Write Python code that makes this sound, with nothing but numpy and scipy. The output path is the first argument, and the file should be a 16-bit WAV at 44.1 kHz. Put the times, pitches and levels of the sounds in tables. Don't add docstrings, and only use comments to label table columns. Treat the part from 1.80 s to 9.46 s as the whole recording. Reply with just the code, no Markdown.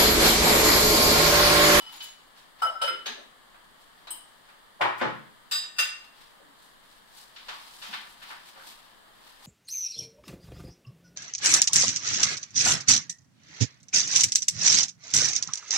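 import sys
import numpy as np
from scipy import signal
from scipy.fft import rfft, irfft, next_fast_len
from scipy.io import wavfile
from scipy.ndimage import uniform_filter1d, minimum_filter1d

SR = 44100
rng = np.random.default_rng(int(sys.argv[2]) if len(sys.argv) > 2 else 0)


def magnitude_from_level(level_db):
    exponent = np.asarray(level_db, float) / 20
    return 10 ** exponent


def bounce(signal):
    frames = np.transpose(np.atleast_2d(signal))
    limited = np.clip(frames, -1, 1)
    pcm = np.round(limited * 32767).astype(np.int16)
    wavfile.write(sys.argv[1], SR, pcm)


N = 337806

# (frequency [Hz], level [dB], left over right [dB])
MIC = [(60, -34, 0.5), (127, -11, 1.9), (620, 1.9, 2.5), (1300, 3.5, 0.9), (2500, -1, 1.5), (3500, 4, 1.5),
       (5000, 2, 2), (6100, -2.5, 0.5), (8450, -0.6, 3.5), (10200, -2.5, 2.5), (15100, 2.5, 8.5)]


def evened(x):
    return x / np.sqrt(np.mean(x ** 2) + 1e-20)


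def read(points, hz, axis=1):
    points = np.array(points)
    return np.interp(np.log(hz + 1), np.log(points[:, 0] + 1), points[:, axis])


def add(mix, s, sound):
    part = mix[round(s * SR):][:len(sound)]
    part += sound[:len(part)]


def coloured(x, points):
    size = next_fast_len(x.shape[-1])
    response = magnitude_from_level(read(points, np.fft.rfftfreq(size, 1 / SR)))
    return irfft(rfft(x, size) * response, size)[..., :x.shape[-1]]


def drift(rate_hz):
    return evened(signal.lfilter(*signal.butter(2, rate_hz, fs=SR), rng.standard_normal((2, N))))


def ringing(pitches, modes, blows, lift_db, damping, sharp=(1, 1)):
    out, t = np.zeros(N), np.arange(SR // 4) / SR
    hz = np.c_[pitches]
    t60, *kinds_db = np.transpose(modes)[:, :, None]
    phases = rng.random((len(blows), len(modes), 1))
    for (s, blow_db, kind), phase in zip(blows, phases):
        kind = round(kind)
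        level = magnitude_from_level(kinds_db[kind] + blow_db + lift_db - 60 * t / t60 / damping[kind])
        waves = level * np.sin(2 * np.pi * (hz * sharp[kind] * t + phase))
        add(out, s, waves.sum(0) * np.minimum(t * 600, 1))
    return out


def lasting(modes, blows, build_ms, lag_turns):
    grip_s = 0.045
    out, t = np.zeros((2, N)), np.arange(SR // 2) / SR
    hz, t60, *kinds_db = np.transpose(modes)[:, :, None]
    phases = rng.random((len(blows), len(modes), 1))
    lag = lag_turns * rng.choice([-1, 1], (len(modes), 1))
    shape = (1 - np.exp(-t / (build_ms / 1000))) * np.minimum(10 - 20 * t, 1)
    free_s = np.diff([row[0] for row in blows], append=np.inf)
    for (s, blow_db, kind), phase, free in zip(blows, phases, free_s):
        caught_db = 60 * np.maximum(t - free, 0) / grip_s
        level = magnitude_from_level(kinds_db[round(kind)] + blow_db - 60 * t / t60 - caught_db)
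        for mix, late in zip(out, (0, lag)):
            waves = level * np.sin(2 * np.pi * (hz * t + phase + late))
            add(mix, s, waves.sum(0) * shape)
    return out


def knocks(rows, lift_db):
    out, t, hz = np.zeros(N), np.arange(4096) / SR, np.fft.rfftfreq(8192, 1 / SR)
    for s, blow_db, centre_hz, octaves, ms in rows:
        away = np.log2((hz + 1) / centre_hz) / octaves
        skewed = away * np.where(away > 0, 1.4, 1)
        gain = np.maximum(-skewed ** 2 / 2, -9)
        noise = rng.standard_normal(4096)
        chatter = rfft(noise * np.minimum(t * 500, 1) * np.exp(-t / (ms / 1000)), 8192)
        gain = gain - np.log(uniform_filter1d(abs(chatter), size=15))
        mirrored = np.r_[gain, gain[-2:0:-1]]
        causal = np.exp(np.conj(signal.hilbert(mirrored))[:len(hz)])
        burst = irfft(chatter * causal)
        add(out, s, magnitude_from_level(blow_db + lift_db) * burst / np.linalg.norm(burst))
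    return out


def room(x, direct_db, build_ms):
    # (frequency [Hz], t60 [s])
    kitchen = [(120, 0.8), (400, 0.27), (1000, 0.52), (2800, 0.5), (7000, 0.41), (15000, 0.24)]
    echo_size = 28000
    taps = np.zeros((2, echo_size))
    at = np.arange(40, echo_size - 16, 16)
    at = at + rng.integers(0, 16, (2, len(at)))
    np.put_along_axis(taps, at, rng.choice([-1., 1.], at.shape), 1)
    hz, t, z = signal.stft(taps, SR, nperseg=256)
    tail = signal.istft(z * magnitude_from_level(-60 * t / read(kitchen, hz)[:, None]), SR, nperseg=256)[1]
    t = np.arange(tail.shape[1]) / SR
    tail *= 1 - np.exp(-t / (build_ms / 1000))
    tail *= 1 + 0.66 * np.exp(-t / 0.011)
    tail /= np.sqrt((tail ** 2).sum() / 2)
    tail[[0, 1], [0, 32]] = magnitude_from_level(direct_db)
    return signal.fftconvolve(x[None], tail, axes=1)[:, :N]


def air():
    # (frequency [Hz], density [dB per Hz])
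    hum_colour = [(35, -47), (60, -6.5), (76, -11.5), (201, -2), (352, -6), (1210, 1.5), (1430, -4),
                  (1720, 0.5), (2550, -13.5), (3070, -4.5), (4790, -11), (5630, -21), (8180, -14.5),
                  (15700, -23)]
    hum_db, rumble_db = -56.5, -69
    hum, wind = rng.standard_normal((2, 2, N))
    rumble = signal.sosfilt(signal.butter(4, [8, 28], "band", fs=SR, output="sos"), wind)
    hum_level = magnitude_from_level(hum_db + 0.46 * drift(0.85))
    return hum_level * evened(coloured(hum, hum_colour)) + magnitude_from_level(rumble_db) * evened(rumble)


def lid_in_hand():
    lid_hz = [1330, 2987, 5100, 6932, 9205, 10650, 13352, 14262]
    # (t60 [s], tapped on the face [dB], tapped on the edge [dB])
    lid_modes = [(0.14, -14.5, -35), (.046, -14, -26), (0.14, -19, -24), (0.11, -17, 2), (.08, -16, -30),
                 (0.064, -27, 0), (0.056, -30, -9), (.06, -28, -14)]
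    # (time [s], blow [dB], column of levels)
    taps = [
        (.002, -44, 0),
        (0.02, -47, 0),
        (0.066, -45, 0),
        (0.12, -48, 1),
        (0.159, -48, 1),
        (0.202, -55, 0),
        (.232, -43, 1),
        (0.25, -64, 1),
    ]
    return ringing(lid_hz, lid_modes, taps, 3.9, [.8, 1.1])


def jar_wall():
    wall_hz = [522, 752, 1328, 1348, 2089, 2985, 2998, 5102, 1695, 890, 1535, 572, 3009, 1381]
    # (t60 [s], struck [dB], grazed [dB], lid alone [dB], rocking [dB], pressed tight [dB])
    wall_modes = [(0.39, -20, -23, -44, -15.5, -10.5), (0.15, -11, -29, -28, -26, -19),
                  (0.42, 2, -15, -13.5, -1, -9), (0.46, -14, -16, -26, -11, -7.5),
                  (.4, -28, -28, -28, -23, -13), (0.43, -20, -12, 2.5, -3, -24),
                  (.37, -19, -1, -18, -22, -9), (.24, -14.5, -28, -12, -17, -7),
                  (.26, -31, -15, -30, -30, -34), (.2, -17, -15, -11, -26, -23),
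                  (.5, -14, -22, -32, -17, -20), (0.17, -27, -5, -42, -28, -24),
                  (0.54, -32, -22, -30, -28, -6.5), (0.39, -35, -30, -40, -30, -3)]
    # (time [s], blow [dB], column of levels, rounded)
    nudges = [(.003, -46.5, 2.5), (.062, -43, 2), (.118, -61, 1.5), (.203, -40.5, 2), (0.821, -25, 0),
              (.846, -26, 0), (.866, -27, 3), (.895, -37, 0.5), (0.951, -35.5, 0), (1.018, -24, 0),
              (1.04, -25, 1), (1.075, -26, 4), (1.258, -39, 1)]
    return lasting(np.c_[wall_hz, wall_modes], nudges, 2.5, 0.25)


def rubbing(grain_db, rate_hz):
    # (frequency [Hz], density [dB per Hz])
    hiss_colour = [(1470, -50), (2500, -48), (2900, -7), (4210, 1.5), (5970, -6), (8330, -3.5),
                   (14700, -11), (16000, -21)]
    # (frequency [Hz], density [dB per Hz])
    body_colour = [(150, -20), (300, -5.5), (500, -16), (900, 4.5), (1300, -3.5), (2400, -2.5), (3500, 0.5),
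                   (5000, -3.5), (7000, -22)]
    # (fastest moment [s], hiss [dB], body above the hiss [dB], time to die away [s])
    sweeps = [(.01, -57.5, 7.5, 0.31), (.15, -55.5, 9, 0.24), (.24, -55, -5, 0.13), (.582, -64.5, 9, 0.12),
              (0.803, -63, 12, 0.057), (1.6, -87, 11, .5), (1.844, -68, -3, .05), (2.024, -62, -2, 0.11),
              (2.2, -78, 16, 0.36), (2.5, -65, -10, 0.22), (2.69, -65, 5.5, .15), (4.25, -63, 8, 0.076),
              (4.41, -60, 4.5, 0.21), (4.83, -58.5, -4, 0.2), (5.11, -61.5, 1.5, 0.34),
              (5.388, -50, -3, 0.2), (5.6, -67.5, 15, 0.11), (5.77, -57, 8.5, 0.45),
              (5.95, -52, -3.5, 0.79), (6.13, -52.5, 12, 0.13), (6.3, -56, -7, 0.13), (6.43, -53, -2, 0.05),
              (6.5, -54.5, 8, 0.21), (6.678, -54, 2.5, 0.17), (6.78, -81, 19, 0.27),
              (6.872, -47.5, 0, 0.19), (7.03, -71, 12.5, 0.32), (7.36, -82, 1, .3), (7.475, -57, 3.5, 0.23),
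              (7.66, -48.5, -2, 0.14)]
    fall_db, rise_share, body_linger = 21.5, 0.6, 1.23
    t = np.arange(0, N + 64, 64) / SR
    s, hiss_db, body_db, length = np.transpose(sweeps)[:, :, None]
    away_db = fall_db * np.where(t < s, (s - t) / rise_share, t - s) / length
    hiss_swell = np.linalg.norm(magnitude_from_level(hiss_db - away_db), axis=0)
    body_swell = np.linalg.norm(magnitude_from_level(hiss_db + body_db - away_db / body_linger), axis=0)
    hiss = np.interp(np.arange(N) / SR, t, hiss_swell)
    body = np.interp(np.arange(N) / SR, t, body_swell)
    strength = magnitude_from_level(grain_db * np.minimum(rng.exponential(1, N), 4))
    catch = strength * (rng.random(N) < rate_hz / SR)
    grains = np.sqrt(signal.lfilter([1], [1, -np.exp(-1 / (0.004 * SR))], catch ** 2) + 0.99)
    a, b = rng.standard_normal((2, 2, N)) * grains
    return hiss * evened(coloured(a, hiss_colour)) + body * evened(coloured(b, body_colour))


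def jar_knocks():
    # (time [s], blow [dB], centre [Hz], spread [octaves], contact [ms])
    jar_contacts = [(.204, -47.5, 3200, 0.9, 2), (.848, -44, 700, .2, 4), (.222, -51, 8000, 1.2, 2.9),
                    (1.27, -48.5, 3920, .06, 6), (.235, -54.5, 4430, 1.1, 14), (.57, -60, 2500, 2.1, 22),
                    (.816, -39.5, 790, 0.47, 4.7), (.818, -46.5, 1910, 0.35, 2.5),
                    (.82, -49.5, 5000, 0.97, 4.9), (1.015, -40, 2340, 1.4, 6), (1.074, -41, 2220, 0.8, 6),
                    (1.256, -38, 2760, 1.03, 11), (1.26, -50.5, 856, 0.22, 3.9),
                    (1.262, -46.5, 1716, 0.076, 2.6), (1.1, -43.5, 425, 0.45, 12.5),
                    (1.275, -50.5, 253, 0.25, 2.7), (1.262, -45, 6350, 0.061, 1.7),
                    (1.742, -60.5, 1300, 1.2, 1.6), (2.27, -50, 1300, 1.93, 1.5),
                    (2.273, -55.5, 4030, 0.077, 3.2), (2.29, -58.5, 341, 0.19, 8.6),
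                    (2.303, -48.5, 8800, 0.28, 1.5), (2.685, -60, 1690, 0.75, 7.1),
                    (1.255, -46.5, 428, 0.2, 3.5), (1.365, -51, 416, 0.73, 12),
                    (1.008, -52, 1500, 0.96, 4.7), (1.034, -44.5, 3880, 0.8, 2.2),
                    (1.258, -54, 9000, 1.1, 3), (2.305, -54, 3050, .12, 4)]
    return knocks(jar_contacts, 34.5)


def lid_on_jar():
    glass_hz = [520, 625, 955, 1328, 1346, 2998, 2982, 3290, 3800, 5100, 5160, 6960, 7710]
    # (t60 [s], first contact [dB], seating [dB], pressed tight [dB])
    glass_modes = [(0.048, -34, -2, -35), (0.026, -.5, -1, -27), (0.038, -34, -4.5, -6),
                   (0.082, 2.5, -13, -28), (.12, -10, -6.5, -33.5), (0.053, -18, -0.5, -24),
                   (.077, -11, -14, -9), (0.048, -26, -10, -16), (.04, -35, -12, -23),
                   (.095, -11, -15, -12), (0.041, -35, -27, -8), (.12, -48, -45, -27),
                   (0.088, -29, -22, -17)]
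    rim_hz = [8152, 8295, 9372, 9182, 10605, 10797, 12247, 13365, 14236, 14381, 14720, 15278, 15400]
    # (t60 [s], first contact [dB], seating [dB], pressed tight [dB])
    rim_modes = [(0.083, -13, -12.5, 3.5), (0.081, -26, -32, -10), (0.081, -20, -21, 0.5),
                 (0.11, -24, -19, 2), (.065, -42, -38, -15), (0.18, -26.5, -22, -22.5),
                 (0.08, -30, -25, -7), (.096, -42, -37, -8), (.07, -29, -34, -18), (.07, -26, -30, -18),
                 (0.046, -39, -32, -12), (.07, -48, -31, -16), (.06, -40, -36, -13)]
    # (time [s], blow [dB], column of levels)
    clinks = [
        (.818, -26.5, 0),
        (.848, -36, 0),
        (.868, -41, 1),
        (0.961, -56, 0),
        (1.014, -24.5, 1),
        (1.074, -38, 0),
        (1.077, -43, 2),
        (2.305, -31.5, 2),
        (2.33, -63, 2),
    ]
    pressed = 1.004
    return ringing(glass_hz + rim_hz, glass_modes + rim_modes, clinks, 4.2, [1.1, .9, .45],
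                   (1, 1, pressed))


def jar_lip():
    lip_hz = [7705, 7790, 8155, 8180, 9180, 9230, 9360, 9408, 10800, 12250, 14380, 15278]
    # (t60 [s], struck [dB], seated [dB], pressed tight [dB])
    lip_modes = [(.25, -14, -7, -30), (.25, -30, -30, -5), (.25, -3, -.5, -30), (.3, -30, -30, -.5),
                 (.3, -9, -4, -30), (.3, -30, -30, -3), (.3, -10, -7, -30), (.25, -30, -30, -7),
                 (.3, -8, -5, -16), (.3, -17, -8, -12), (.25, -17, -15, -20), (.25, -30, -13, -20)]
    # (time [s], blow [dB], column of levels)
    tings = [
        (.821, -47, 0),
        (1.018, -45, 1),
        (1.046, -46, 1),
        (1.078, -47, 2),
        (2.306, -45, 2),
    ]
    return lasting(np.c_[lip_hz, lip_modes], tings, 2.5, 0.22)


def shelf_knocks():
    # (time [s], blow [dB], centre [Hz], spread [octaves], contact [ms])
    shelf_contacts = [(2.998, -42, 810, 0.62, 2.9), (3.006, -23.5, 810, 0.79, 2),
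                      (3.01, -22, 2020, 0.72, 4), (2.99, -44, 790, 0.3, 7), (3.01, -37.5, 3500, 1.28, 1.8),
                      (3.012, -30.5, 353, 0.37, 9.4), (3.04, -26.5, 975, 0.66, 13),
                      (3.175, -49, 6700, 1.1, 10), (3.212, -44.5, 4700, 0.7, 3.7),
                      (3.195, -32, 1860, 0.65, 29), (3.209, -23.5, 880, 1.47, 13),
                      (3.245, -24.5, 330, 0.75, 10.3), (3.01, -40, 125, 0.28, 7.4),
                      (3.245, -31, 138, 0.93, 10), (3.01, -52, 11000, .8, 3)]
    return knocks(shelf_contacts, 27.0)


def shelf_boards():
    # (frequency [Hz], t60 [s], first landing [dB], second [dB], settling [dB])
    shelf_modes = [(122.4, 0.58, 0, -6, 3), (215.5, 0.71, -22, -6, -1.5), (251, 0.26, -8.5, 5, -15),
                   (356, 0.37, -3, -0.5, -11), (418, 0.55, -9, -19, -14), (522, 0.48, -9, 0.5, -8),
                   (585, 0.4, -9, -16, -11.5),
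                   (725, 0.18, 2, -9, -20), (854, 0.28, 0, -12, 5), (956, 0.22, 6, -24, -19),
              (1096, 0.29, 1.5, -6, -6), (1155, .3, -14, -9, -10), (1267, 0.21, -0.5, -11, -8),
              (1360, 0.26, -7, -17, -10), (1385, 0.27, -11, -14, -14), (1500, 0.4, -11, -22, -4),
              (1740, 0.42, -6, -11, -7), (1900, 0.46, -2.5, -11, -5), (2328, 0.35, -1, -22, -18),
              (2420, 0.24, -20, -5, -10), (804, .3, 0, -12, -12)]
    # (time [s], blow [dB], column of levels)
    landings = [
        (3.008, -30.5, 0),
        (3.04, -32, 0),
        (3.085, -36, 0),
        (3.211, -29, 1),
        (3.246, -33.5, 2),
    ]
    return lasting(shelf_modes, landings, 5.3, 0.28)


def table_knocks():
    # (time [s], blow [dB], centre [Hz], spread [octaves], contact [ms])
    table_contacts = [(3.711, -35.5, 3500, 1.46, 7.6), (3.983, -31, 2400, 0.95, 4),
                      (3.988, -51.5, 578, 0.17, 4.2), (3.986, -38, 5800, 0.84, 6.1),
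                      (4.6, -60, 297.5, 0.11, 150), (4.595, -61, 520, 0.34, 2.5),
                      (5.56, -50, 2800, 1.02, 1.9), (5.682, -40.5, 1790, 1.54, 5.7),
                      (6.015, -42.5, 2360, 1.57, 37), (6.08, -52, 226, 0.3, 4.9),
                      (6.128, -40, 2090, 1, 3.3), (6.416, -49.5, 2000, 1.04, 6.3), (6.5, -45.5, 1500, 1, 7),
                      (6.75, -52, 900, 1.8, 60), (5.72, -52, 1134, .2, 15), (6.136, -43.5, 2470, 1.04, 1.2),
                      (6.175, -58, 2160, .9, 1.6), (6.225, -57, 1300, 0.98, 2.7),
                      (6.52, -56.5, 1730, 0.43, 2.8), (6.79, -57.5, 1510, 0.37, 8),
                      (6.88, -60, 3500, 1.2, 2), (3.83, -50.5, 2500, 1.4, 4.4)]
    return knocks(table_contacts, 33.47)


def spoon_on_bowl():
    bowl_hz = [1185, 1508, 1832, 2735, 2709, 3440, 3775, 3900, 4895, 4975, 6150, 6228, 3620, 6290]
    # (t60 [s], first stroke [dB], second [dB])
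    bowl_modes = [(.07, -16.5, -13), (.073, -16, -8), (.12, -11, -9), (0.092, -7, 1.5), (.067, -20, -3),
                  (.08, -15, -15), (0.09, -11, -20), (.067, -11, -12), (0.096, -4.5, -3), (0.049, -25, -4),
                  (0.079, -13, -8), (.053, -22, -5), (0.061, -21, -12), (0.055, -11, -25)]
    spoon_hz = [7306, 7518, 7620, 7729, 7975, 8014, 8101, 9187, 9338, 10847, 11128, 14053, 14240, 15068]
    # (t60 [s], first stroke [dB], second [dB])
    spoon_modes = [(0.043, -1, -12), (.06, -7, -20), (.06, -17, -7), (0.045, -3.5, -14), (0.049, -7.5, -20),
                   (.07, -13, -11), (.06, -8, -14), (0.067, -16, -25), (0.086, -17, -6.5),
                   (0.033, -7.5, -20), (.06, -18, -10), (.035, -11, -26), (0.046, -22, -16),
                   (.07, -22, -16)]
    # (time [s], blow [dB], column of levels)
    strokes = [
        (3.711, -28, 0),
        (3.724, -28.5, 0),
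        (3.745, -29, 0),
        (3.821, -51, 0),
        (3.963, -46, 1),
        (3.984, -21, 1),
    ]
    return ringing(bowl_hz + spoon_hz, bowl_modes + spoon_modes, strokes, 3.7, [1.1, .9])


def bowl_belly():
    belly_hz = [1816, 2734, 3725, 4895, 6228, 11128, 12997, 4962, 5250, 5570]
    # (t60 [s], first stroke [dB], second [dB])
    belly_modes = [(.27, -14, -25), (.36, -15, 3.5), (0.38, -5, -14), (.34, .5, -8), (.31, -24, -17),
                   (.25, -22, -14), (.25, -28, -11), (.27, -22, -12), (0.33, -28, -22), (.25, -30, -24)]
    # (time [s], blow [dB], column of levels)
    rings = [
        (3.716, -27.5, 0),
        (3.745, -28, 0),
        (3.815, -36, 0),
        (3.986, -26.5, 1),
    ]
    return lasting(np.c_[belly_hz, belly_modes], rings, 4.6, 0.2)


def scene():
    jar = room(lid_in_hand() + jar_knocks() + lid_on_jar(), -12.5, 0.84)
    shelf = room(shelf_knocks(), -14.0, 2.1)
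    table = room(spoon_on_bowl() + table_knocks(), -12.0, 1.8)
    rings = jar_wall() + jar_lip() + shelf_boards() + bowl_belly()
    quiet = magnitude_from_level(-0.5) * rubbing(2.5, 900) + air()
    return coloured(jar + shelf + table + rings, MIC) + quiet


def gated(x, near_db, loud_db, tilt_db):
    hz, _, z = signal.stft(x, SR, nperseg=1024)
    power = (abs(z) ** 2).mean(0)
    power = uniform_filter1d(uniform_filter1d(power, size=3, axis=0), size=3, axis=1)
    level_db = 10 * np.log10(power + 1e-20)
    beside_db = -minimum_filter1d(-level_db, size=41, axis=0) - near_db
    treble_db = 10 * np.log10(power[hz > 2500].sum(0) + 1e-20)
    under_db = treble_db - loud_db + tilt_db * np.log2(hz / 6000 + 1e-3)[:, None]
    hidden = (level_db < np.maximum(beside_db, under_db)) & (hz > 5400)[:, None]
    return signal.istft(z * np.where(hidden, .03, 1), SR, nperseg=1024)[1][:, :N]


def low_pass(x):
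    return signal.sosfilt(signal.butter(12, 16530, fs=SR, output="sos"), x)


def record(dry):
    edge_hz = 15790
    size = next_fast_len(N)
    hz = np.fft.rfftfreq(size, 1 / SR)
    lean = magnitude_from_level(np.outer([.5, -.5], read(MIC, hz, axis=2))) * (hz < edge_hz)
    heard = irfft(rfft(dry, size) * lean, size)[:, :N]
    return low_pass(gated(heard, 24, 55.5, 2.5))


dry = scene()
out = record(dry)
bounce(out)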